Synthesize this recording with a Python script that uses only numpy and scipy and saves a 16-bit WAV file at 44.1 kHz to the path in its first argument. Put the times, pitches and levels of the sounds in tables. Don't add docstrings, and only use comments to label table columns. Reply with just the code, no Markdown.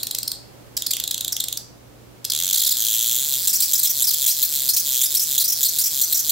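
import sys
import numpy as np
from scipy import signal
from scipy.fft import rfft, irfft
from scipy.io import wavfile

SR = 44100
rng = np.random.default_rng(int(sys.argv[2]) if len(sys.argv) > 2 else 0)


def dump(signal):
    limited = np.clip(np.atleast_2d(signal).T, -1, 1)
    pcm = np.round(limited * 32767).astype(np.int16)
    wavfile.write(sys.argv[1], SR, pcm)


N = 278271
LEAD = SR // 20

# start t/s, length t/s, sparks per second in mid-burst f/Hz, name of the glide
LONG_BURSTS = [(2.5277, .0072, 3800, "sag"), (2.541, .0095, 4000, "sag"), (2.555, 0.0094, 4100, "sag"),
               (2.573, 0.012, 3900, "sag"), (2.592, 0.016, 4550, "sag"), (2.616, 0.01, 3800, "sag"),
               (2.634, .006, 3700, "sag"), (2.646, 0.0089, 4600, "sag"), (2.662, .02, 3800, "rasp"),
               (2.69, .007, 3900, "sag"), (2.707, 0.021, 4400, "sag"), (3.473, 0.014, 4270, "arch"),
               (3.492, 0.022, 6300, "rise"), (3.529, 0.023, 4700, "rasp"), (3.553, .024, 6400, "rise"),
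               (3.603, .012, 4290, "arch"), (3.62, 0.035, 5200, "swoop"), (3.655, 0.01, 8100, "rise"),
               (3.733, 0.014, 3960, "arch"), (3.752, .019, 5900, "rise"), (3.778, 0.012, 7000, "rise"),
               (3.792, 0.011, 4650, "arch"), (3.831, 0.0096, 4240, "arch"), (3.843, 0.022, 3900, "rasp"),
               (3.87, .015, 5800, "rise"), (3.894, 0.026, 5700, "hook"), (4.021, .013, 4200, "arch"),
               (4.04, 0.02, 6000, "rise"), (4.069, 0.031, 4800, "rasp"), (4.105, .011, 3900, "sag"),
               (4.134, 0.014, 4100, "sag"), (4.262, .0096, 3420, "rasp"), (4.275, 0.058, 4530, "swoop"),
               (4.426, 0.016, 4440, "arch"), (4.447, 0.017, 6300, "rise"), (4.688, .028, 4820, "swoop"),
               (4.734, 0.019, 5600, "hook"), (4.764, 0.027, 4730, "swoop"), (4.795, 0.019, 6700, "rise"),
               (5.014, 0.012, 3700, "arch"), (5.031, 0.022, 3700, "rasp"), (5.056, 0.016, 5300, "rise"),
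               (5.148, 0.015, 4570, "arch"), (5.168, 0.019, 6000, "rise"), (5.194, .02, 5850, "rise"),
               (5.215, .029, 6000, "hook"), (5.379, .013, 4000, "arch"), (5.397, 0.032, 4100, "rasp"),
               (5.441, .023, 5040, "rise"), (5.478, 0.017, 5500, "hook"), (5.498, 0.016, 6200, "rise"),
               (5.52, 0.021, 5900, "rise"), (5.63, .012, 4000, "arch"), (5.645, 0.028, 4300, "rasp"),
               (5.684, 0.019, 6500, "rise"), (5.785, 0.022, 4850, "arch"), (5.809, 0.022, 5900, "rise"),
               (5.838, .017, 6200, "rise"), (5.856, .03, 6500, "rise"), (6.013, .015, 4430, "arch"),
               (6.032, 0.02, 5900, "hook"), (6.125, 0.011, 4300, "arch"), (6.144, 0.025, 6400, "rise"),
               (6.17, .017, 6100, "rise"), (6.19, .024, 6800, "rise"), (6.294, 0.013, 4360, "arch")]


def arc(treble_hz=9100.0, order=4, spark_db=1.53):
    # start t/s, length t/s, sparks per second in mid-burst f/Hz
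    lone_snaps = [(-.009, 0.0027, 4000), (0.031, 0.0039, 4370), (.069, 0.0025, 4240),
                  (0.1102, 0.0031, 4170), (0.1476, 0.0042, 4320), (0.185, .0037, 4230), (.23, .003, 5000),
                  (.2766, 0.0053, 4960), (.3166, .0028, 4340), (.7675, 0.0044, 5500),
                  (0.7737, 0.0039, 4200), (.821, 0.0025, 3640), (.864, 0.0067, 4500), (.907, 0.0099, 4400),
                  (.934, 0.004, 3270), (0.9676, .0021, 3140), (.9993, 0.0033, 3670), (1.038, .003, 3900),
                  (1.076, 0.0035, 4030), (1.1097, 0.0051, 3800), (1.143, 0.0031, 3700),
                  (1.1787, 0.002, 3700), (1.2076, 0.0035, 3900), (1.2464, 0.0031, 3600),
                  (1.2794, 0.003, 3800), (1.3223, .0098, 5600), (1.3653, 0.0027, 3600),
                  (1.4015, 0.006, 3830), (1.439, .0037, 4000), (1.4833, 0.0029, 3860),
                  (1.526, 0.0031, 3900), (1.572, 0.0048, 5800), (2.2447, .0005, 4020),
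                  (2.2486, .0044, 4570), (2.299, 0.0066, 4600)]
    # t/s, strength level/dB, extra treble level/dB
    drive = [(0, 1.5, -7), (1.5, 0.54, -8), (2.25, 1.6, -12), (2.38, 2, -4), (2.6, 0.5, -0.5), (3.1, 0, 2),
             (3.45, 0, 3.5), (3.7, -0.4, 4), (6.3, -1, 3.5)]
    # f/Hz, left level/dB, right level/dB
    spark_colour = [(150, -51, -49), (1030, -17.5, -23.5), (1530, -8.5, -10.5), (2840, -11, -9),
                    (3430, -4, -3), (3910, -5.5, -5.5), (4920, -1.5, -2.5), (7500, -4, 1.5), (8270, -7, -3),
                    (9970, -9.5, -5.5), (11500, -4.5, -1.5), (12900, 3, -3.5), (13900, -2.5, -2.5),
                    (15200, 1.5, -6)]

    bursts = [snap(*row) for row in lone_snaps]
    bursts += [squeal(*row) for row in LONG_BURSTS]
    bursts += stutter()
    times, sizes = np.hstack([with_bounce(*sparks(*burst)) for burst in bursts])

    t = np.arange(-LEAD, N) / SR
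    places = np.round((times * SR + LEAD) * order).astype(int)
    fine = np.bincount(places, sizes, len(t) * order)
    pulses = order * signal.resample_poly(fine, 1, order)[:len(t)]

    s, *columns = np.transpose(drive)
    strength_db, treble_db = [np.interp(t, s, column) for column in columns]
    low = signal.sosfilt(signal.butter(1, treble_hz, fs=SR, output="sos"), pulses)
    treble = pulses - low
    pulses = low + from_db(treble_db) * treble
    pulses = pulses * from_db(spark_db + strength_db)
    return signal.fftconvolve(pulses[None], causal_click(spark_colour))


def sparks(start, length, first, middle, last, rough, level_db, full_hz=4045.0, charge_power=1.45,
           size_spread=0.06, soft_start=0.47, soft_end=0.32, swell=0.0015, scatter=.000011, count=400):
    along = np.linspace(0, 1, count)
    rate = np.polyval(np.polyfit([0, .5, 1], [first, middle, last], 2), along)
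    cycles = np.cumsum(rate) * length / count

    waits = np.clip(1 + rough * middle / full_hz * rng.standard_normal(count), .5, 2)
    fired = np.cumsum(waits) - waits[0]
    alive = fired < cycles[-1]
    where = np.interp(fired[alive], cycles, along)
    haste = np.interp(where, along, rate) / full_hz

    growing = 1 - soft_start * np.exp(-length * where / swell)
    growing = growing * (1 - soft_end * np.exp(-length * (1 - where) / swell))
    path, luck = rng.standard_normal((2, count))[:, alive]
    charge = (waits[alive] / haste) ** charge_power
    sizes = growing * charge * np.maximum(1 + size_spread * haste ** 2 * luck, 0)
    times = start + length * where + scatter * haste * path
    return times, sizes * from_db(level_db)


def snap(start, length, rate, fall=0.16, rough=0.054):
    return start, length, rate * (1 + fall), rate, rate * (1 - fall), rough, 0


def squeal(start, length, rate, glide):
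    glide_shapes = {"sag": (1.2, .78, .05, 0.44), "arch": (0.74, .86, 0.057, 1.44),
                    "rasp": (1.17, 1.02, .115, 0.41), "swoop": (0.99, 2, .09, 1.39),
                    "hook": (1.2, 1.4, 0.028, 0.53), "rise": (.92, 1.6, .04, 0.43)}
    first, last, rough, level_db = glide_shapes[glide]
    return start, length, rate * first, rate, rate * last, rough, level_db


def stutter(spark_hz=3177.0, hurry=0.00051, uneven=.04, length_spread=0.17, rate_spread=0.033,
            fall=0.2, rough=0.053, clearance=.004, count=700):
    # t/s, relightings per second f/Hz, burst length t/s, both for cool air
    pace = [(2.3186, 62.3, 0.0036), (2.389, 88, 0.0022), (2.498, 94.4, 0.0031), (2.803, 105.4, 0.0039),
            (3.18, 122, 0.0028), (3.27, 155, .0017), (3.357, 117, 0.0025), (3.412, 193, .0012),
            (3.601, 125, .0028), (4.222, 122.6, 0.0034), (4.65, 134, .0019), (4.92, 127, 0.0027),
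            (6.3, 133, .0023)]
    hot_speedup, hot_shortening = .45, 2.8
    cooling_s, relight_s = .036, .0045

    spreads = np.array([uneven, length_spread, rate_spread])
    luck = iter(np.exp(spreads * rng.standard_normal((count, 3))))
    s, per_s, lengths = np.transpose(pace)
    bursts, now, hot_until = [], pace[0][0], 0
    for start, length, *_ in LONG_BURSTS:
        while now < start:
            wait_luck, length_luck, rate_luck = next(luck)
            heat = 1 + hot_speedup * np.exp((hot_until - now) / cooling_s)
            burn = np.interp(now, s, lengths) * length_luck / heat ** hot_shortening
            if now + burn + clearance < start:
                rate = spark_hz * rate_luck * (1 + hurry / burn)
                bursts.append(snap(now, burn, rate, fall, rough))
            now += wait_luck / (np.interp(now, s, per_s) * heat)
        now = hot_until = start + length + relight_s
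    return bursts


def with_bounce(times, sizes, bounce=0.32, nearest=.00006, farthest=0.0003965):
    delay = rng.uniform(nearest, farthest)
    return np.r_[times, times + delay], np.r_[sizes, bounce * sizes]


def room_response(build_up=0.001, ear_spread=.000022, room_db=-6.5):
    # delay t/s, level/dB against the direct sound
    near_echoes = [(.00052, -24), (.00125, -20.5), (.0061, -25.5)]
    # f/Hz, time to fall by 60 dB t/s, relative level/dB, left-right likeness (0-1)
    room_ring = [(3500, 0.26, 0.5, 1), (4900, 0.44, -3, 0.24), (7050, 0.37, -3.5, 0), (9340, 0.23, 2.5, 0),
                 (14100, 0.19, -5, 0)]

    t = np.arange(SR // 2) / SR
    edges = np.geomspace(700, 17000, num=10)
    response = np.zeros((2, len(t)))
    for low, high in zip(edges, edges[1:]):
        t60, level_db, alike = at_hz(room_ring, np.sqrt(low * high))
        band_filter = signal.butter(2, [low, high], "band", fs=SR, output="sos")
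        mid, side = signal.sosfilt(band_filter, rng.standard_normal(response.shape))
        alike = np.clip(alike, -1, 1)
        band = np.sqrt(1 + alike) * mid + np.sqrt(1 - alike) * side * np.array([[1], [-1]])
        response += band * from_db(level_db) * np.exp(-np.log(1000) * t / t60)
    response *= 1 - np.exp(-t / build_up)
    response *= from_db(room_db) / np.sqrt(np.sum(response ** 2) / 2)

    for delay, level_db in near_echoes:
        delays = np.abs(delay + ear_spread * rng.standard_normal(2))
        at = np.round(delays * SR).astype(int)
        response[[0, 1], at] += from_db(level_db)
    response[:, 0] += 1
    return response


def background(side_share=1.0, lean_db=0.87):
    # f/Hz, rms level/dB before the lean to the right
    hum_tones = [(59.5, -61.5), (119.7, -54), (300, -65.5)]
    # f/Hz, relative level/dB
    air_colour = [(20, -15), (50, 1.5), (200, 0.5), (320, 0.5), (430, -2), (560, -2.5), (1000, -10),
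                  (2000, -15.5), (7500, -20.5), (10000, -23), (13500, -21.5), (16000, -23)]
    # t/s, level/dB
    air_level = [(.7, -45.5), (1.8, -47.5), (3.3, -45), (6.3, -45.5)]

    t = np.arange(N) / SR
    colour = from_db(at_hz(air_colour, np.fft.rfftfreq(N, 1 / SR)))
    mid, side = irfft(rfft(rng.standard_normal((2, N))) * colour, N)
    air = mid + side_share * side * np.array([[1], [-1]])
    air *= from_db(at_time(air_level, t)) / air.std()

    hum = np.zeros(N)
    for hz, level_db in hum_tones:
        tone = np.sin(2 * np.pi * (hz * t + rng.random()))
        hum += np.sqrt(2) * from_db(level_db) * tone
    return (air + hum) * from_db([[-lean_db], [lean_db]])


def gain_control(x, knee_db=-15.0, follow_s=0.033, squeeze=0.47):
    keep = np.exp(-1 / (follow_s * SR))
    power = signal.lfilter([1 - keep], [1, -keep], np.mean(x ** 2, axis=0))
    return x / (1 + power / from_db(knee_db) ** 2) ** squeeze


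def causal_click(rows, size=512):
    spectrum = from_db(at_hz(rows, np.fft.rfftfreq(size, 1 / SR)))
    cepstrum = irfft(np.log(spectrum))
    cepstrum[:, 1:size // 2] *= 2
    cepstrum[:, size // 2 + 1:] = 0
    return irfft(np.exp(rfft(cepstrum)))


def from_db(db):
    return 10 ** (np.asarray(db) / 20)


def at_time(rows, s):
    return np.interp(s, *np.transpose(rows))


def at_hz(rows, hz):
    points, *columns = np.transpose(rows)
    log_hz = np.log(np.maximum(hz, 1))
    return np.array([np.interp(log_hz, np.log(points), column) for column in columns])


def scene():
    room, floor = room_response(), background()
    return signal.fftconvolve(arc(), room, axes=1)[:, LEAD:LEAD + N] + floor


def record(dry, cutoff_hz=15750):
    top_cut = signal.ellip(12, .1, 80, cutoff_hz, fs=SR, output="sos")
    return signal.sosfilt(top_cut, gain_control(dry))


dry = scene()
out = record(dry)
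dump(out)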